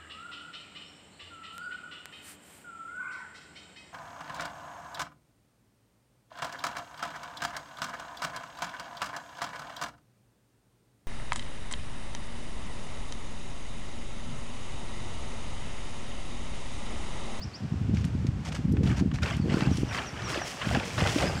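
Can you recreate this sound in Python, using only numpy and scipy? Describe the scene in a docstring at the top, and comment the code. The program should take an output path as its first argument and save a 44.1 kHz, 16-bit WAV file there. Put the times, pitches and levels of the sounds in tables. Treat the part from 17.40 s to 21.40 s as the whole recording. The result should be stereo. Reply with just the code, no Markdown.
"""A shallow pond with a muddy bank, some way from a handheld camera, with trees behind.
A horse comes down the bank and canters through the water. Its hooves squelch in the mud, then plunge:
each throws up water that falls back as spray, and trapped air rings as bubbles.
Gusts buffet the microphone's two openings and make the camera turn its volume down.
Small birds chirp in the trees, over a steady far rustle."""
import sys
import numpy as np
from scipy import signal
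from scipy.fft import rfft, irfft
from scipy.io import wavfile
from scipy.ndimage import uniform_filter1d

SR = 44100
rng = np.random.default_rng(int(sys.argv[2]) if len(sys.argv) > 2 else 0)


def master_out(mix):
    """Clip the mix to full scale and print it as 16-bit PCM to the path in sys.argv[1]."""
    frames = np.transpose(np.atleast_2d(mix))
    ceiling = np.clip(frames, -1, 1)
    pcm = np.round(ceiling * 32767).astype(np.int16)
    wavfile.write(sys.argv[1], SR, pcm)


N = 176400  # 4 seconds
TIME = np.arange(N) / SR


def splashes():
    """Each hoof tears the water into drops and small bubbles, then drags down larger bubbles."""
    # Hooves striking water: start_s, rise_s, hold_s, level_db, plunge_db (added for the deep part)
    strikes = [(1.432, 0.041, 0.067, -38, -8), (1.815, 0.013, 0.07, -34.5, -7.5),
               (2.077, 0.042, 0.14, -34.5, -4), (2.439, 0.12, 0.029, -34.5, -5.5),
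               (2.735, 0.068, 0.055, -41.5, -12), (2.844, 0.06, 0.081, -38, -1.5),
               (3.184, 0.039, 0.038, -36, -12.5), (3.306, 0.046, 0.018, -35, 0.5),
               (3.572, 0.012, 0.1, -33, 0), (3.752, 0.043, 0.065, -35.5, 4)]
    # Tone of the torn surface: pitch_hz, level_db
    slosh_tone = [(200, -12), (500, 0), (900, 0), (1500, 2.5), (2300, -2), (3100, -3.5), (3900, -12),
                  (5300, -10.5), (8000, -13.5), (12000, -68), (15500, -47)]
    # Tone of the air dragged under: pitch_hz, level_db
    plunge_tone = [(120, -3.5), (280, -10), (550, -6.5), (800, -7.5), (1200, -25), (2500, -46)]
    clump_s, clump_db, plunge_lag_s = .005, 1.9, .0067
    strokes = [(amp(db) * swell(start, rise, hold, fall_s=.051), plunge_db)
               for start, rise, hold, db, plunge_db in strikes]
    froth = drops(3500, spread_db=3.1)
    froth += amp(-.5) * bubbles(1100, 704, 5000, cycles=22, glide=.049, spread_db=3.3)
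    froth *= amp(clump_db * wander(clump_s)[0])  # water flies in clumps
    slosh = sum(stroke for stroke, _ in strokes) * colour(froth, slosh_tone)
    depth = sum(stroke * amp(plunge_db) for stroke, plunge_db in strokes)
    late_depth = np.interp(TIME - plunge_lag_s, TIME, depth)
    big_bubbles = bubbles(900, 208.3, 1420, cycles=6.1, glide=.058, spread_db=5)
    plunge = late_depth * colour(big_bubbles, plunge_tone)
    return place(slosh + plunge, side_db=-29, right_db=1.5)


def slaps():
    """Hooves smack mud or water: short bursts of noise, dulled by distance."""
    # Hoof smacks: time_s, level_db, centre_hz
    hits = [(.547, -42.5, 4440), (0.57, -34, 2150), (0.643, -35.5, 2140), (0.65, -39, 6900),
            (.868, -38.5, 4130), (1.087, -41, 5000), (1.122, -35.5, 1530), (1.167, -48, 1700),
            (1.323, -40, 7900), (1.369, -32.5, 1430), (1.433, -44, 3460), (1.474, -30.5, 2500),
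            (1.715, -34, 1570), (1.786, -31, 1180), (1.832, -27, 3200), (1.859, -28.5, 1590),
            (1.967, -42.5, 7000), (2.1, -34, 1940), (2.207, -25, 1800), (2.31, -41, 3970),
            (2.372, -31, 4540), (2.585, -32, 1700), (2.905, -35.5, 1610), (2.946, -29, 2040),
            (3.018, -29.5, 1040), (3.22, -49, 1530), (3.29, -30, 1720), (3.348, -22, 1400),
            (3.398, -29, 2050), (3.581, -26, 1180), (3.605, -26, 1450), (3.673, -23.5, 2380),
            (3.784, -27, 2300), (3.826, -25, 1277)]
    half_width_octaves, top_hz = .8, 8500
    out = np.zeros((2, N))
    for start, db, centre_hz in hits:
        edges_hz = [centre_hz / 2 ** half_width_octaves, centre_hz * 2 ** half_width_octaves]
        smack = swell(start - .001, rise_s=.0012, hold_s=.00017, fall_s=.0038)
        burst = filtered((smack + 1e-12) * rng.standard_normal((2, N)), "bandpass", edges_hz)
        out += amp(db) * unit(burst) * np.sqrt(np.mean(smack ** 2))
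    return place(filtered(out, "lowpass", top_hz), side_db=-14.5, right_db=1.5)


def plops():
    """Air pockets pop in mud or close over a sunken hoof, ringing briefly as their pitch rises."""
    # Large single bubbles: start_s, peak_db, pitch_hz
    pockets = [(1.066, -45, 794), (1.087, -33.5, 700), (1.143, -33, 520), (1.164, -34, 1290),
               (2.975, -25, 317), (3.016, -23.5, 725), (3.312, -21.5, 680), (3.62, -22, 433),
               (3.763, -17, 262), (3.815, -28, 565), (3.84, -19.5, 540)]
    fade_cycles, rise_per_s = 2.9, 7.9
    out = np.zeros(N)
    for start, db, hz in pockets:
        age = np.clip(TIME - start, 0, .1)
        ring = np.sin(2 * np.pi * hz * age * (1 + rise_per_s * age / 2))
        out += amp(db) * ring * np.exp(-age * hz / fade_cycles)
    return np.array([out, out])


def mud():
    """Wet ground crackles and pops as each hoof presses in."""
    # Steps on the bank: start_s, hold_s, level_db
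    squelches = [(0.537, 0.079, -47), (0.632, 0.05, -53), (1.045, 0.037, -42.5), (1.117, 0.0036, -41.5),
                 (1.145, 0.013, -37.5), (1.429, 0.012, -42), (1.565, 0.028, -38.5), (1.736, 0.02, -40)]
    # Tone of wet mud: pitch_hz, level_db
    tone = [(300, -6), (700, 3.5), (1400, 2), (2800, 0.5), (3900, -4.5), (5800, -3), (9000, -15),
            (15500, -36)]
    press = sum(amp(db) * swell(start, rise_s=.0053, hold_s=hold, fall_s=.011)
                for start, hold, db in squelches)
    crackle = drops(1400, spread_db=1.2)
    crackle += amp(-10) * bubbles(900, 703, 8300, cycles=5.4, glide=.037, spread_db=4)
    return place(press * colour(crackle, tone), side_db=-10, right_db=2.5)


def spray():
    """Thrown water rains back on the pond as fine drops."""
    # Showers of drops: start_s, rise_s, hold_s, level_db
    showers = [(1.437, .03, 0.022, -46), (1.817, 0.0066, 0.022, -43), (2.117, 0.02, 0.053, -43),
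               (2.296, 0.05, 0.031, -45), (2.508, 0.029, 0.022, -45), (2.87, 0.025, 0.023, -41),
               (3.042, 0.028, 0.013, -39.5), (3.223, 0.077, 0.041, -43.5), (3.438, 0.016, 0.0097, -43.5),
               (3.506, 0.25, 0.047, -36)]
    # Tone of the landing drops: pitch_hz, level_db
    tone = [(800, -7), (2000, -2.5), (3000, 2.5), (3900, -5), (5300, -0.5), (7000, -5.5), (9500, -11),
            (12000, -21), (15500, -25)]
    loudness = sum(amp(db) * swell(start, rise, hold, fall_s=.08) for start, rise, hold, db in showers)
    return place(loudness * colour(drops(3500, spread_db=3.6), tone), side_db=-7.5, right_db=.5)


def wake():
    """Once the horse is in the pond, stirred water keeps fizzing and lapping."""
    # Loudness of the stirred pond: time_s, level_db
    churn = [(1.7, -79), (2.1, -45.5), (2.7, -44.5), (3.15, -43.5), (3.5, -40), (4, -38)]
    # Tone of the stirred pond: pitch_hz, level_db
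    tone = [(150, 5), (450, 3), (1000, -0.5), (2000, -1.5), (3000, -3), (3900, -12.5), (5500, -6),
            (8000, -15.5), (12000, -26.5), (15500, -43)]
    fizz = drops(4000, spread_db=1.7)
    fizz += amp(-7) * bubbles(2200, 244, 4450, cycles=12, glide=.058, spread_db=5)
    loudness = amp(curve(churn)) * (TIME > churn[0][0])
    return place(loudness * colour(fizz, tone), side_db=-17, right_db=2)


def wind():
    """Swirling air rumbles, flutters and thumps at the microphone's left and right openings."""
    # Strength of the wind: time_s, level_db
    gusts = [(0, -42.5), (.07, -30.5), (.1, -46), (.19, -46.5), (.24, -23.5), (.3, -39.5), (.43, -29),
             (.57, -21), (.7, -30), (.93, -26.5), (1.04, -33), (1.16, -32.5), (1.33, -18), (1.46, -18.5),
             (1.55, -24.5), (1.63, -21.5), (1.78, -28), (1.88, -24.5), (1.94, -32), (2.12, -27),
             (2.42, -24.5), (2.47, -28), (2.7, -47.5), (2.85, -34.5), (3.13, -54), (3.35, -23),
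             (3.45, -40.5), (3.5, -43.5), (3.63, -22), (3.71, -34.5), (3.78, -28), (4, -30)]
    # Tone of the rumble: pitch_hz, level_db
    rumble_tone = [(20, -63), (45, -8), (75, 1), (115, 3), (180, -3.5), (270, -11), (400, -27.5),
                   (600, -40), (1200, -66.5), (4000, -66), (12000, -76)]
    # Bursts of small, fast swirls in the hardest gusts: start_s, hold_s, level_db
    flurries = [(0.476, 0.11, -42.5), (1.308, 0.18, -34.5), (1.6, 0.015, -29.5), (2.025, 0.25, -33.5)]
    # Tone of those small swirls: pitch_hz, level_db
    flutter_tone = [(100, -26), (220, -12), (300, 1), (420, -4.5), (600, -16), (900, -31), (3000, -66)]
    # Which opening faces the wind: time_s, left_minus_right_db
    facing = [(0, -6), (.9, -2.5), (1.3, 1.5), (1.7, -2), (2.2, -9.5), (3.3, 0.5), (3.7, 3.5)]
    # Single swirls that thump one opening: time_s, peak_db, pitch_hz, side (0 left, 1 right)
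    thumps = [(0.253, -11, 150, 1), (0.324, -8.5, 152, 1), (.342, -8, 195, 1), (0.416, -4.5, 139, 1),
              (.496, -5, 192, 1), (0.542, 1, 178, 1), (0.658, -6.5, 172, 1), (0.753, -4, 187, 1),
              (0.849, -6.5, 213, 1), (0.89, -0.5, 132, 1), (1.196, -9.5, 194, 0), (1.256, -1.5, 157, 0),
              (1.285, -8, 180, 1), (1.304, -0.5, 146, 0), (1.339, 4, 205, 0), (1.372, -6, 128, 0),
              (1.39, -7.5, 174, 1), (1.409, -3.5, 217, 0), (1.438, -1.5, 170, 0), (1.459, 3, 152, 1),
              (1.488, -8, 155, 0), (1.526, -4, 148, 1), (1.613, 2, 147, 0), (1.624, 3.5, 203, 0),
              (1.661, 3, 188, 1), (1.678, -7, 182, 1), (1.73, -2.5, 157, 1), (1.973, -8.5, 165, 1),
              (2.001, 0, 176, 1), (2.043, -8, 198, 1), (2.06, -5, 267, 1), (2.098, -2.5, 174, 1),
              (2.124, -2.5, 185, 1), (2.145, 5, 197, 1), (2.172, 0.5, 280, 1), (2.224, -0.5, 198, 1),
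              (2.275, 3, 161, 1), (2.316, 1.5, 190, 1), (2.385, -5.5, 226, 1), (2.421, -16, 127, 1),
              (2.434, -1, 284, 1), (3.273, -6.5, 179, 0), (3.374, -2, 220, 1), (3.621, -7, 195, 0),
              (3.763, -0.5, 203, 0), (3.957, -9.5, 127.6, 0)]
    lump_s, lump_db, thump_cycles, leak = .011, 2.4, .53, .43
    lumpy_noise = rng.standard_normal((2, N)) * amp(lump_db * wander(lump_s)[0])
    rumble = colour(lumpy_noise, rumble_tone) * amp(curve(gusts))
    bursts = sum(amp(db) * swell(start, rise_s=.026, hold_s=hold, fall_s=.022)
                 for start, hold, db in flurries)
    flutter = bursts * colour(drops(110, spread_db=1.3), flutter_tone)
    balance = amp(np.outer([.5, -.5], curve(facing)))
    openings = amp(6) * (rumble + flutter) * balance
    for peak_s, db, hz, side in thumps:
        near = abs(TIME - peak_s) < .03
        turns = (TIME[near] - peak_s) * hz
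        thump = np.cos(2 * np.pi * turns) / np.cosh(2 * turns / thump_cycles)
        openings[int(side), near] -= amp(db) * thump
    return openings - leak * openings[::-1]  # each side leaks upside down into the other


def birds():
    """Thin, wavering whistles, smeared by the branches and echoed by the wood."""
    # Bird notes: start_s, length_s, first_hz, middle_hz, last_hz, level_db
    chirps = [(.003, 0.052, 3900, 5030, 6350, -39.5), (0.127, 0.05, 3950, 5050, 6350, -41.5),
              (1.995, .055, 5100, 4500, 4200, -50), (2.308, 0.046, 6500, 5700, 5300, -41),
              (2.465, 0.07, 6500, 5700, 5400, -45), (2.648, 0.066, 6500, 5700, 5450, -43),
              (2.822, 0.074, 6300, 5620, 5500, -42), (2.995, 0.066, 6500, 5700, 5550, -41),
              (3.845, .07, 4300, 5080, 4150, -38), (3.944, 0.13, 7600, 7430, 7130, -46)]
    song = np.zeros(N)
    waver = 1 + .015 * wander(.0006)[0]
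    for start, length, first_hz, middle_hz, last_hz, db in chirps:
        progress = np.clip((TIME - start) / length, 0, 1)
        arc = np.polyfit([0, .5, 1], [first_hz, middle_hz, last_hz], 2)
        hz = np.polyval(arc, progress) * waver
        song += amp(db) * np.sin(np.pi * progress) ** 2 * np.sin(2 * np.pi * np.cumsum(hz) / SR)
    pair = np.array([song, song])
    branches = amp(-5) * echoes(pair, fade_s=.11)
    wood = amp(-6.5) * echoes(pair, fade_s=.7)
    return pair + branches + wood


def air():
    """Trees and fields rustle steadily, far away."""
    # Tone of open country air: pitch_hz, level_db
    tone = [(30, -19), (150, 8.5), (400, 3), (800, 0.5), (1500, -3.5), (2900, -7), (3900, -12.5),
            (5500, -13.5), (8000, -19.5), (12000, -36), (15500, -41)]
    return amp(-48) * place(colour(rng.standard_normal((2, N)), tone), side_db=-3.5, right_db=1.5)


def echoes(sound, fade_s):
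    """Sound scatters back from banks and trees, dying away by 60 dB in fade_s."""
    t = np.arange(SR // 2) / SR
    tail = rng.standard_normal((2, len(t))) * np.minimum(t / .0057, 1) * np.exp(-np.log(1000) * t / fade_s)
    return signal.fftconvolve(sound, tail / np.linalg.norm(tail[0]), axes=1)[:, :N]


def drops(per_s, spread_db):
    """Two separate rows of random clicks of uneven size."""
    size = amp(spread_db * np.minimum(rng.exponential(1, (2, N)), 4))
    return unit(size * rng.choice([-1, 1], (2, N)) * (rng.random((2, N)) < per_s / SR))


def bubbles(per_s, low_hz, high_hz, cycles, glide, spread_db, sizes=36):
    """Bubbles of many sizes, each a short ring that rises in pitch."""
    t, out = np.arange(SR // 20) / SR, np.zeros((2, N))
    for hz in np.geomspace(low_hz, high_hz, sizes):
        age = t * hz / cycles
        ring = np.sin(2 * np.pi * hz * t * (1 + glide * np.minimum(age, 2))) * np.exp(-2 * age)
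        births = drops(per_s / sizes, spread_db)
        out += signal.oaconvolve(births, unit(ring)[None] * np.sqrt(hz), axes=1)[:, :N]
    return unit(out)


def amp(db):
    """Turns decibels into a multiplier."""
    return 10 ** (np.asarray(db) / 20)


def unit(sound):
    """Scales a sound to an average power of one."""
    return sound / np.sqrt(np.mean(sound ** 2) + 1e-20)


def curve(points):
    """Joins (time_s, value) points with straight lines."""
    return np.interp(TIME, *np.transpose(points))


def swell(start_s, rise_s, hold_s, fall_s):
    """A loudness shape that rises, holds, then dies away."""
    t = TIME - start_s
    return np.clip(t / rise_s, 0, 1) * np.exp(-np.maximum(t - rise_s - hold_s, 0) / fall_s)


def wander(seconds):
    """Two separate rows of smooth random drift; more seconds means slower drift."""
    size = max(int(seconds * SR), 2)
    return unit(uniform_filter1d(uniform_filter1d(rng.standard_normal((2, N)), size), size))


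def colour(sound, tone):
    """Shapes a sound with (pitch_hz, level_db) points, then scales it to a power of one."""
    hz, db = np.transpose(tone)
    log_hz = np.log(abs(np.fft.fftfreq(N, 1 / SR)) + 1)
    log_gain = np.log(amp(np.interp(log_hz, np.log(hz), db)))
    response = np.exp(np.conj(signal.hilbert(log_gain)))  # rings after a click, not before it
    return unit(irfft(rfft(sound) * response[:N // 2 + 1], N))


def filtered(sound, kind, hz):
    """Gently keeps the lows, the highs or a band between."""
    return signal.sosfilt(signal.butter(2, hz, kind, fs=SR, output="sos"), sound)


def place(pair, side_db, right_db):
    """Turns two rows into left and right: side_db sets the width, right_db the lean to the right."""
    mid, side = pair[0], pair[1] * amp(side_db)
    return np.array([(mid + side) * amp(-right_db / 2), (mid - side) * amp(right_db / 2)])


def scene():
    """The horse and its echo, with birds, air and wind."""
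    horse = mud() + splashes() + spray() + wake() + slaps() + plops()
    return horse + amp(-13) * echoes(horse, fade_s=.25) + birds() + air() + wind()


def record(dry):
    """The camera cuts deep bass, turns down after hard thumps, rounds off peaks and cuts top treble."""
    low_cut_hz, top_hz = 36, 15800
    duck_above_db, duck_share, recover_db_per_s = -17, .42, 45
    sound = filtered(dry, "highpass", low_cut_hz)
    power = signal.lfilter([.0012], [1, -.9988], (sound ** 2).max(0))  # louder side, over about 19 ms
    recovery = recover_db_per_s * TIME
    # The held level jumps up with each peak, then sinks steadily.
    held_db = np.maximum.accumulate(10 * np.log10(power + 1e-12) + recovery) - recovery
    ducked = sound * amp(-duck_share * np.maximum(held_db - duck_above_db, 0))
    rounded = ducked / (1 + ducked ** 4) ** .25
    treble_cut = signal.firwin(511, top_hz, window=("kaiser", 9), fs=SR)
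    return signal.oaconvolve(rounded, treble_cut[None], "same")


dry = scene()
out = record(dry)
master_out(out)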